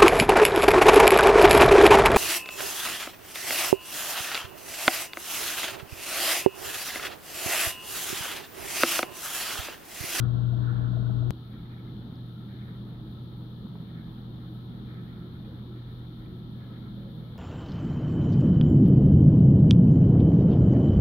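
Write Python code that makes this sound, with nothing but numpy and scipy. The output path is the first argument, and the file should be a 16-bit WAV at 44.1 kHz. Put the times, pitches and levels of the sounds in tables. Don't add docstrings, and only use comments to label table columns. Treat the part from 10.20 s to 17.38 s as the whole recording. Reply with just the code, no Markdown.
import sys
import numpy as np
from scipy import signal
from scipy.fft import rfft, irfft
from scipy.io import wavfile
from scipy.ndimage import uniform_filter1d

SR = 44100
rng = np.random.default_rng(int(sys.argv[2]) if len(sys.argv) > 2 else 0)


def output_pcm(signal):
    pcm = np.clip(np.atleast_2d(signal).T, -1, 1) * 32767
    wavfile.write(sys.argv[1], SR, np.round(pcm).astype(np.int16))


N = 316638
TIME = np.arange(N) / SR
HZ = np.fft.rfftfreq(N, 1 / SR)
CUT_S = 1.107
MAINS_HZ = 59.995


def gain_of(db):
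    return 10 ** (np.asarray(db) / 20)


def read(points, hz):
    point_hz, value = np.transpose(points)
    return np.interp(np.log(hz + 1), np.log(point_hz + 1), value)


def sides(lean_db):
    return gain_of([[lean_db / 2], [-lean_db / 2]])


def drift(per_s):
    low_pass = np.exp(-(HZ / per_s) ** 2)
    slow = irfft(rfft(rng.standard_normal(N)) * low_pass, N)
    return (slow - slow.mean()) / slow.std()


def port_noise(density_db, lean_db, same):
    left, other = rfft(rng.standard_normal((2, N)))
    same = np.clip(same, -1, 1)
    right = same * left + np.sqrt(1 - same ** 2) * other
    balance = gain_of([lean_db / 2, -lean_db / 2])
    balance /= np.sqrt(np.mean(balance ** 2, axis=0))
    pair = np.array([left, right]) * balance * gain_of(density_db)
    return irfft(pair, N) * np.sqrt(SR / 2)


def lifted(spectrum, rings):
    lift = 1
    for centre_hz, width_hz, db in rings:
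        lift = lift + (gain_of(db) ** 2 - 1) / (1 + (2 * (HZ - centre_hz) / width_hz) ** 2) ** 2
    return read(spectrum, HZ) + 10 * np.log10(np.maximum(lift, 0.1))


def patchy(pair, depth_db):
    frames = signal.stft(pair, nperseg=1024, noverlap=768)[2]
    patches = rng.standard_normal(frames.shape[1:])
    patches = uniform_filter1d(patches, size=5, axis=0)
    patches = uniform_filter1d(patches, size=16, axis=1)
    uneven = frames * gain_of(depth_db * patches / patches.std())
    return signal.istft(uneven, nperseg=1024, noverlap=768)[1][:, :N]


# left rms level in dB, right rms level in dB, phase by which the left leads in radians.
NEAR_HARMONICS = [(-41.5, -48, -1.2), (-22.5, -36, 0.7), (-55.5, -59, 6.5), (-66, -51.5, 0.5),
                  (-61, -64, 0.2), (-52.5, -55.5, 2), (-69.5, -79.5, 0.5), (-56, -65, -1.5)]
FAR_HARMONICS = [(-89.5, -74.5, 0.034), (-43, -43, 0.092), (-63, -64.5, -0.005), (-60, -59.5, -0.14),
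                 (-73, -81, -0.099), (-66.5, -70.5, -0.13)]


def hum(harmonics, crest_s, waver_db):
    angle = 2 * np.pi * MAINS_HZ * (TIME - crest_s)
    out = np.zeros((2, N))
    for k, (left_db, right_db, lead) in enumerate(harmonics, 1):
        left = gain_of(left_db) * np.cos(k * angle)
        right = gain_of(right_db) * np.cos(k * angle - lead)
        waver = gain_of(waver_db * np.sqrt(k) * drift(3.2))
        out += np.sqrt(2) * np.array([left, right]) * waver
    return out


# frequency in Hz, density in dB per Hz.
NEAR_RUMBLE = [(12, -80.5), (30, -65), (50, -64.5), (74, -61.5), (95, -58), (112, -60), (140, -63),
               (200, -63.5), (290, -66), (340, -66.5), (420, -77), (530, -89), (800, -86), (1200, -89.5),
               (1500, -92), (2050, -106), (3000, -112)]
FAR_RUMBLE = [(12, -88.5), (27, -75.5), (34, -78.5), (42, -69.5), (80, -70.5), (108, -72), (132, -68),
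              (210, -67), (260, -73.5), (310, -74), (347, -79), (385, -80.5), (470, -83), (610, -90),
              (800, -89), (1200, -94.5), (2100, -112)]
# frequency in Hz, width in Hz, lift in dB.
NEAR_RESONANCES = [(94, 18, 0.5), (165, 9.5, 8.5), (192, 32, 7.5), (459, 44, 4), (639, 110, 9),
                   (1078, 47, 8.5), (1353, 200, 10)]
FAR_RESONANCES = [(41.7, 4.6, 5.6), (89, 9.7, 7.6), (164.8, 12.6, 8.4), (202.5, 23.7, 5.85),
                  (238.8, 12, 4.8), (318, 14.6, 6.9), (362.3, 13, 5), (1297, 32, 10), (1280, 80, 2.4)]
# frequency in Hz, left minus right in dB.
NEAR_BALANCE = [(40, 7), (100, 13), (150, 4.7), (200, 5), (380, 0.5), (700, 2), (1300, 0.5), (2400, 3.5)]
FAR_BALANCE = [(60, 0.5), (200, -1), (700, 0), (1050, 3), (1320, -6), (1550, 9), (2200, -10.5)]
# frequency in Hz, left-right correlation (no unit, limited to -1..1 in use).
NEAR_LIKENESS = [(60, 0.98), (130, 1.2), (195, -0.23), (280, 0.33), (360, -0.74), (480, 1.2), (650, 0.73),
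                 (900, 0.1), (1080, 0.1), (1330, -0.69), (1500, 0.41), (2200, -0.5)]
FAR_LIKENESS = [(60, 0.77), (130, 1), (290, 0.93), (400, 0.85), (640, 0.38), (1100, 0.21), (1280, -0.068),
                (1400, 0.024), (2200, -0.14)]


def flow(spectrum, rings, lean, same, waver_db, top_hz=3000):
    roll_off_db = 10 * np.log10(1 + (HZ / top_hz) ** 12)
    density_db = lifted(spectrum, rings) - roll_off_db
    return port_noise(density_db, read(lean, HZ), read(same, HZ)) * gain_of(waver_db * drift(5.2))


# crest in seconds, level in dB relative to the steady trickle before the tilt, length in seconds.
SURGE_CRESTS = [(0.028, 11.5, 0.051), (0.498, 12.5, 0.16), (1.358, 3, 0.15), (1.543, 7.5, 0.11),
                (2.324, 5, 0.08), (2.414, 7, 0.13), (3.668, 2, 0.1), (3.774, 5.5, 0.06), (4.557, 0, 0.1),
                (4.717, 6, 0.15), (4.871, 0.5, 0.4), (5.642, 0.5, 0.28), (6.016, 1, 0.1), (6.435, 3, 0.11),
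                (6.56, 4, 0.08)]
SURGE_RISE = 0.4


def overflow():
    power = np.zeros(N)
    for crest_s, db, length_s in SURGE_CRESTS:
        age = (TIME - crest_s) / length_s
        fade = np.where(age < 0, (age / SURGE_RISE) ** 2, age / (1 - SURGE_RISE))
        power += gain_of(db) ** 2 * np.exp(-fade)
    return np.sqrt(power)


# frequency in Hz, relative density in dB.
NEAR_WASH_SHAPE = [(300, -36.5), (700, -7.5), (1200, -0.5), (1430, 3), (1580, -7), (1780, -6.5),
                   (1950, -20.5), (2450, -23.5), (4000, -66.5)]
FAR_WASH_SHAPE = [(300, -23), (900, -12.5), (1300, 5.5), (1550, 2.5), (1850, 1), (2000, -3.5), (2450, -6),
                  (2650, -23.5), (4000, -59)]
# frequency in Hz, width in Hz, lift in dB.
PIPE_RESONANCES = [(1292, 16, 6), (1350, 35, 7), (1436, 22, 5), (1626, 20, 3), (1697, 22, 7), (1728, 18, 4),
                   (1786, 18, 5), (1862, 25, 4), (2082, 20, 5), (2150, 22, 4), (2208, 20, 6), (2358, 20, 5)]
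# time in seconds, relative level in dB.
TRICKLE_LEVEL = [(1.0, -1), (1.2, -2.5), (1.55, 0.5), (2.75, 1.5), (3.05, -2), (3.5, -0.5), (3.95, 3),
                 (4.25, 0.5), (4.7, 1.5), (5.55, 2), (6.2, 0.5), (6.9, 1.5), (7.18, 2)]
SURGE_BRIGHT_DB, SURGE_PIVOT_HZ = 4.5, 1650


def drain(spectrum, same, level_db, lean_db, burble_db):
    colour_db = lifted(spectrum, PIPE_RESONANCES)
    balance_db = np.full(len(HZ), lean_db)
    likeness = read(same, HZ)
    tilt_db = SURGE_BRIGHT_DB * np.log2((HZ + 1) / SURGE_PIVOT_HZ)
    trickle = port_noise(colour_db, balance_db, likeness)
    spill = port_noise(colour_db + tilt_db, balance_db, likeness)
    steady = gain_of(np.interp(TIME, *np.transpose(TRICKLE_LEVEL)))
    wash = (steady * trickle + overflow() * spill) / trickle.std()
    return patchy(wash, depth_db=1.5) * gain_of(level_db + burble_db * drift(26))


def bubbles(busy, peak_db, spread_db, centre_hz, scatter_hz, decay_s, count):
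    out = np.zeros((2, N))
    t = np.arange(4096) / SR
    due = np.cumsum(busy) / np.sum(busy)
    chances = rng.random((count, 3))
    traits = rng.standard_normal((count, 2))
    for (when, left, right), (size, pitch) in zip(chances, traits):
        turns = (centre_hz + scatter_hz * pitch) * t + np.array([[left], [right]])
        onset = np.minimum(10 * t / decay_s, 1)
        envelope = gain_of(peak_db + spread_db * np.minimum(size, 1)) * np.exp(-t / decay_s) * onset
        part = out[:, np.searchsorted(due, when):][:, :len(t)]
        part += (envelope * np.sin(2 * np.pi * turns))[:, :part.shape[1]]
    return out


def gurgle():
    large = bubbles(np.ones(N), peak_db=-63.0, spread_db=4, centre_hz=1315, scatter_hz=38,
                    decay_s=0.018, count=110)
    small = bubbles(overflow() ** 2 * (TIME > CUT_S), peak_db=-65.0, spread_db=5, centre_hz=1953,
                    scatter_hz=250, decay_s=0.008, count=110)
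    return large + small


# frequency in Hz, density in dB per Hz.
HISS_SPECTRUM = [(1500, -125), (2600, -110), (3100, -95.5), (3600, -90.5), (4200, -95.5), (5000, -112),
                 (5700, -115.5), (6500, -122), (8500, -133)]
FIZZ_SPECTRUM = [(6000, -135), (8800, -129), (10500, -113.5), (12200, -111.5), (15500, -113)]
# frequency in Hz, left minus right in dB.
HISS_BALANCE = [(2500, -4.5), (3200, 12.5), (4400, 7), (6000, -3), (10000, 0)]


def hiss(near_hiss_db=1.64, near_fizz_db=-2.5):
    close = TIME < CUT_S
    lean_db = read(HISS_BALANCE, HZ)
    waver_db = 0.3 * drift(5)
    flicker_db = 0.75 * drift(9)
    body = port_noise(read(HISS_SPECTRUM, HZ), lean_db, 0) * gain_of(near_hiss_db * close + waver_db)
    fizz = port_noise(read(FIZZ_SPECTRUM, HZ), lean_db, 0) * gain_of(near_fizz_db * close + flicker_db)
    return body + fizz


# centre in seconds, length in seconds, frequency in Hz, width in Hz, rms level in dB.
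FLOW_SWELLS = [(0.034, 0.056, 1340, 170, -52), (0.495, 0.05, 1366, 68, -56.5),
               (0.867, 0.027, 1450, 70, -58.5), (1.058, 0.067, 342, 41, -44), (1.64, 0.11, 1320, 50, -65),
               (2.186, 0.19, 1340, 64, -65), (4.723, 0.11, 1280, 100, -65), (5.0, 0.48, 361, 8, -56),
               (5.03, 0.1, 1336, 50, -64.5), (5.3, 0.086, 480, 70, -56), (5.53, 0.3, 358, 8.7, -58),
               (5.527, 0.1, 1304, 50, -66), (6.194, 0.08, 476, 45, -63), (6.197, 0.22, 361.5, 8, -53),
               (6.44, 0.07, 1695, 41, -66), (6.52, 0.1, 1283, 58, -61.5), (6.58, 0.069, 490, 42, -67.5),
               (6.84, 0.14, 535, 54, -56.5), (7.07, 0.39, 498, 88, -60.5), (7.137, 0.33, 1330, 50, -68)]


def swells():
    out = np.zeros(N)
    for centre_s, length_s, hz, width_hz, db in FLOW_SWELLS:
        band_pass = np.exp(-((HZ - hz) / width_hz) ** 2)
        band = irfft(rfft(rng.standard_normal(N)) * band_pass, N)
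        bump = np.exp(-(2 * (TIME - centre_s) / length_s) ** 2)
        rms = np.sqrt(np.average(band ** 2, weights=bump))
        out += gain_of(db) * bump * band / rms
    return out


# start in seconds, peak level in dB before the lean, closing pitch in Hz, length in seconds.
WATER_PLOPS = [(0.14, -51, 640, 0.016), (0.183, -49.5, 650, 0.017), (0.328, -45.5, 660, 0.024),
               (0.525, -48, 760, 0.016), (0.557, -53, 730, 0.014), (0.605, -48, 640, 0.02),
               (0.731, -45, 615, 0.018), (0.7675, -42, 615, 0.017), (0.894, -44, 652, 0.0256),
               (0.932, -54, 816, 0.016), (0.951, -52, 620, 0.012), (1.017, -41, 332, 0.026),
               (1.023, -44, 612, 0.022)]


def plops(glide=0.27, settle_s=0.003, lean_db=2):
    out = np.zeros(N)
    for start_s, db, hz, length_s in WATER_PLOPS:
        t = np.arange(0, length_s, 1 / SR)
        pitch = hz * (1 + glide * np.exp(-t / settle_s))
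        envelope = np.sin(np.pi * np.sqrt(t / length_s)) ** 2
        plop = gain_of(db) * envelope * np.sin(2 * np.pi * np.cumsum(pitch) / SR)
        out[round(start_s * SR):][:len(t)] += plop
    return out * sides(lean_db)


# time in seconds, relative level in dB.
BOOM_LEVEL = [(1.2, -3.5), (1.45, -1), (2.0, -0.5), (2.3, 0.5), (2.7, 0), (3.2, -1), (3.5, 2.5), (3.8, 1),
              (4.2, -2), (4.55, 2.5), (5.0, 0), (5.3, 0), (5.5, -3), (5.8, -4.5), (6.35, 2.5), (6.55, 0),
              (6.85, 4.5), (7.18, -0.5)]


def heave(pair, centre_hz=195, width_hz=65, evenness=0.3):
    band_pass = np.exp(-((HZ - centre_hz) / width_hz) ** 4)
    boom = irfft(rfft(pair) * band_pass, N)
    power = uniform_filter1d(uniform_filter1d((boom ** 2).mean(0), size=3500), size=3500)
    even = (power / power.mean()) ** (-np.clip(evenness, 0, 1) / 2)
    course = gain_of(np.interp(TIME, *np.transpose(BOOM_LEVEL)))
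    return pair + boom * (even * course - 1)


# start in seconds,
# envelope peak in dB before the lean, frequency in Hz, decay in seconds, left minus right in dB.
TICKS = [(1.956, -56.5, 4900, 0.0004, 0), (3.4679, -46, 950, 0.00037, 13), (3.5553, -40, 860, 0.00044, -1),
         (7.1576, -42.5, 820, 0.0004, -1)]


def ticks():
    out = np.zeros((2, N))
    t = np.arange(512) / SR
    for start_s, db, hz, decay_s, lean_db in TICKS:
        envelope = t / decay_s * np.exp(1 - t / decay_s)
        tick = gain_of(db) * envelope * np.sin(2 * np.pi * hz * t)
        part = out[:, round(start_s * SR):][:, :len(t)]
        part += sides(lean_db) * tick[:part.shape[1]]
    return out


# frequency in Hz, starting level in dB, time to fall by 60 dB in seconds.
PANEL_MODES = [(320, -49, 0.095), (413, -43, 0.08), (770, -63, 0.11), (920, -66, 0.05), (1310, -63, 0.25)]
KNOCK_S = 3.549


def knock(rise_s=0.0044):
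    age = np.maximum(TIME - KNOCK_S, 0)
    ring = np.zeros(N)
    for hz, db, t60_s in PANEL_MODES:
        ring += gain_of(db - 60 * age / t60_s) * np.sin(2 * np.pi * hz * age)
    return ring * np.minimum(age / rise_s, 1)


def scene(handover_s=0.0024):
    far_crest_s = CUT_S + 1 / (4 * MAINS_HZ)
    near_hum = hum(NEAR_HARMONICS, CUT_S, waver_db=0.2)
    far_hum = hum(FAR_HARMONICS, far_crest_s, waver_db=0.57)
    pump = np.where(TIME < CUT_S, near_hum, far_hum)

    near = flow(NEAR_RUMBLE, NEAR_RESONANCES, NEAR_BALANCE, NEAR_LIKENESS, waver_db=-1.3)
    near += drain(NEAR_WASH_SHAPE, NEAR_LIKENESS, level_db=-61, lean_db=-5.0, burble_db=1.5)

    far_flow = flow(FAR_RUMBLE, FAR_RESONANCES, FAR_BALANCE, FAR_LIKENESS, waver_db=0.6)
    far = heave(patchy(far_flow, depth_db=1.0))
    far += drain(FAR_WASH_SHAPE, FAR_LIKENESS, level_db=-67.5, lean_db=-2.5, burble_db=1.3)

    distant = np.clip((TIME - CUT_S) / handover_s + 0.5, 0, 1)
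    water = (1 - distant) * near + distant * far
    return pump + water + gurgle() + hiss() + swells() + plops() + ticks() + knock()


EDGE_HZ = 15750


def record(dry):
    low_pass = signal.firwin(511, EDGE_HZ, window=("kaiser", 9), fs=SR)
    return signal.oaconvolve(dry, low_pass[None], "same")


dry = scene()
out = record(dry)
output_pcm(out)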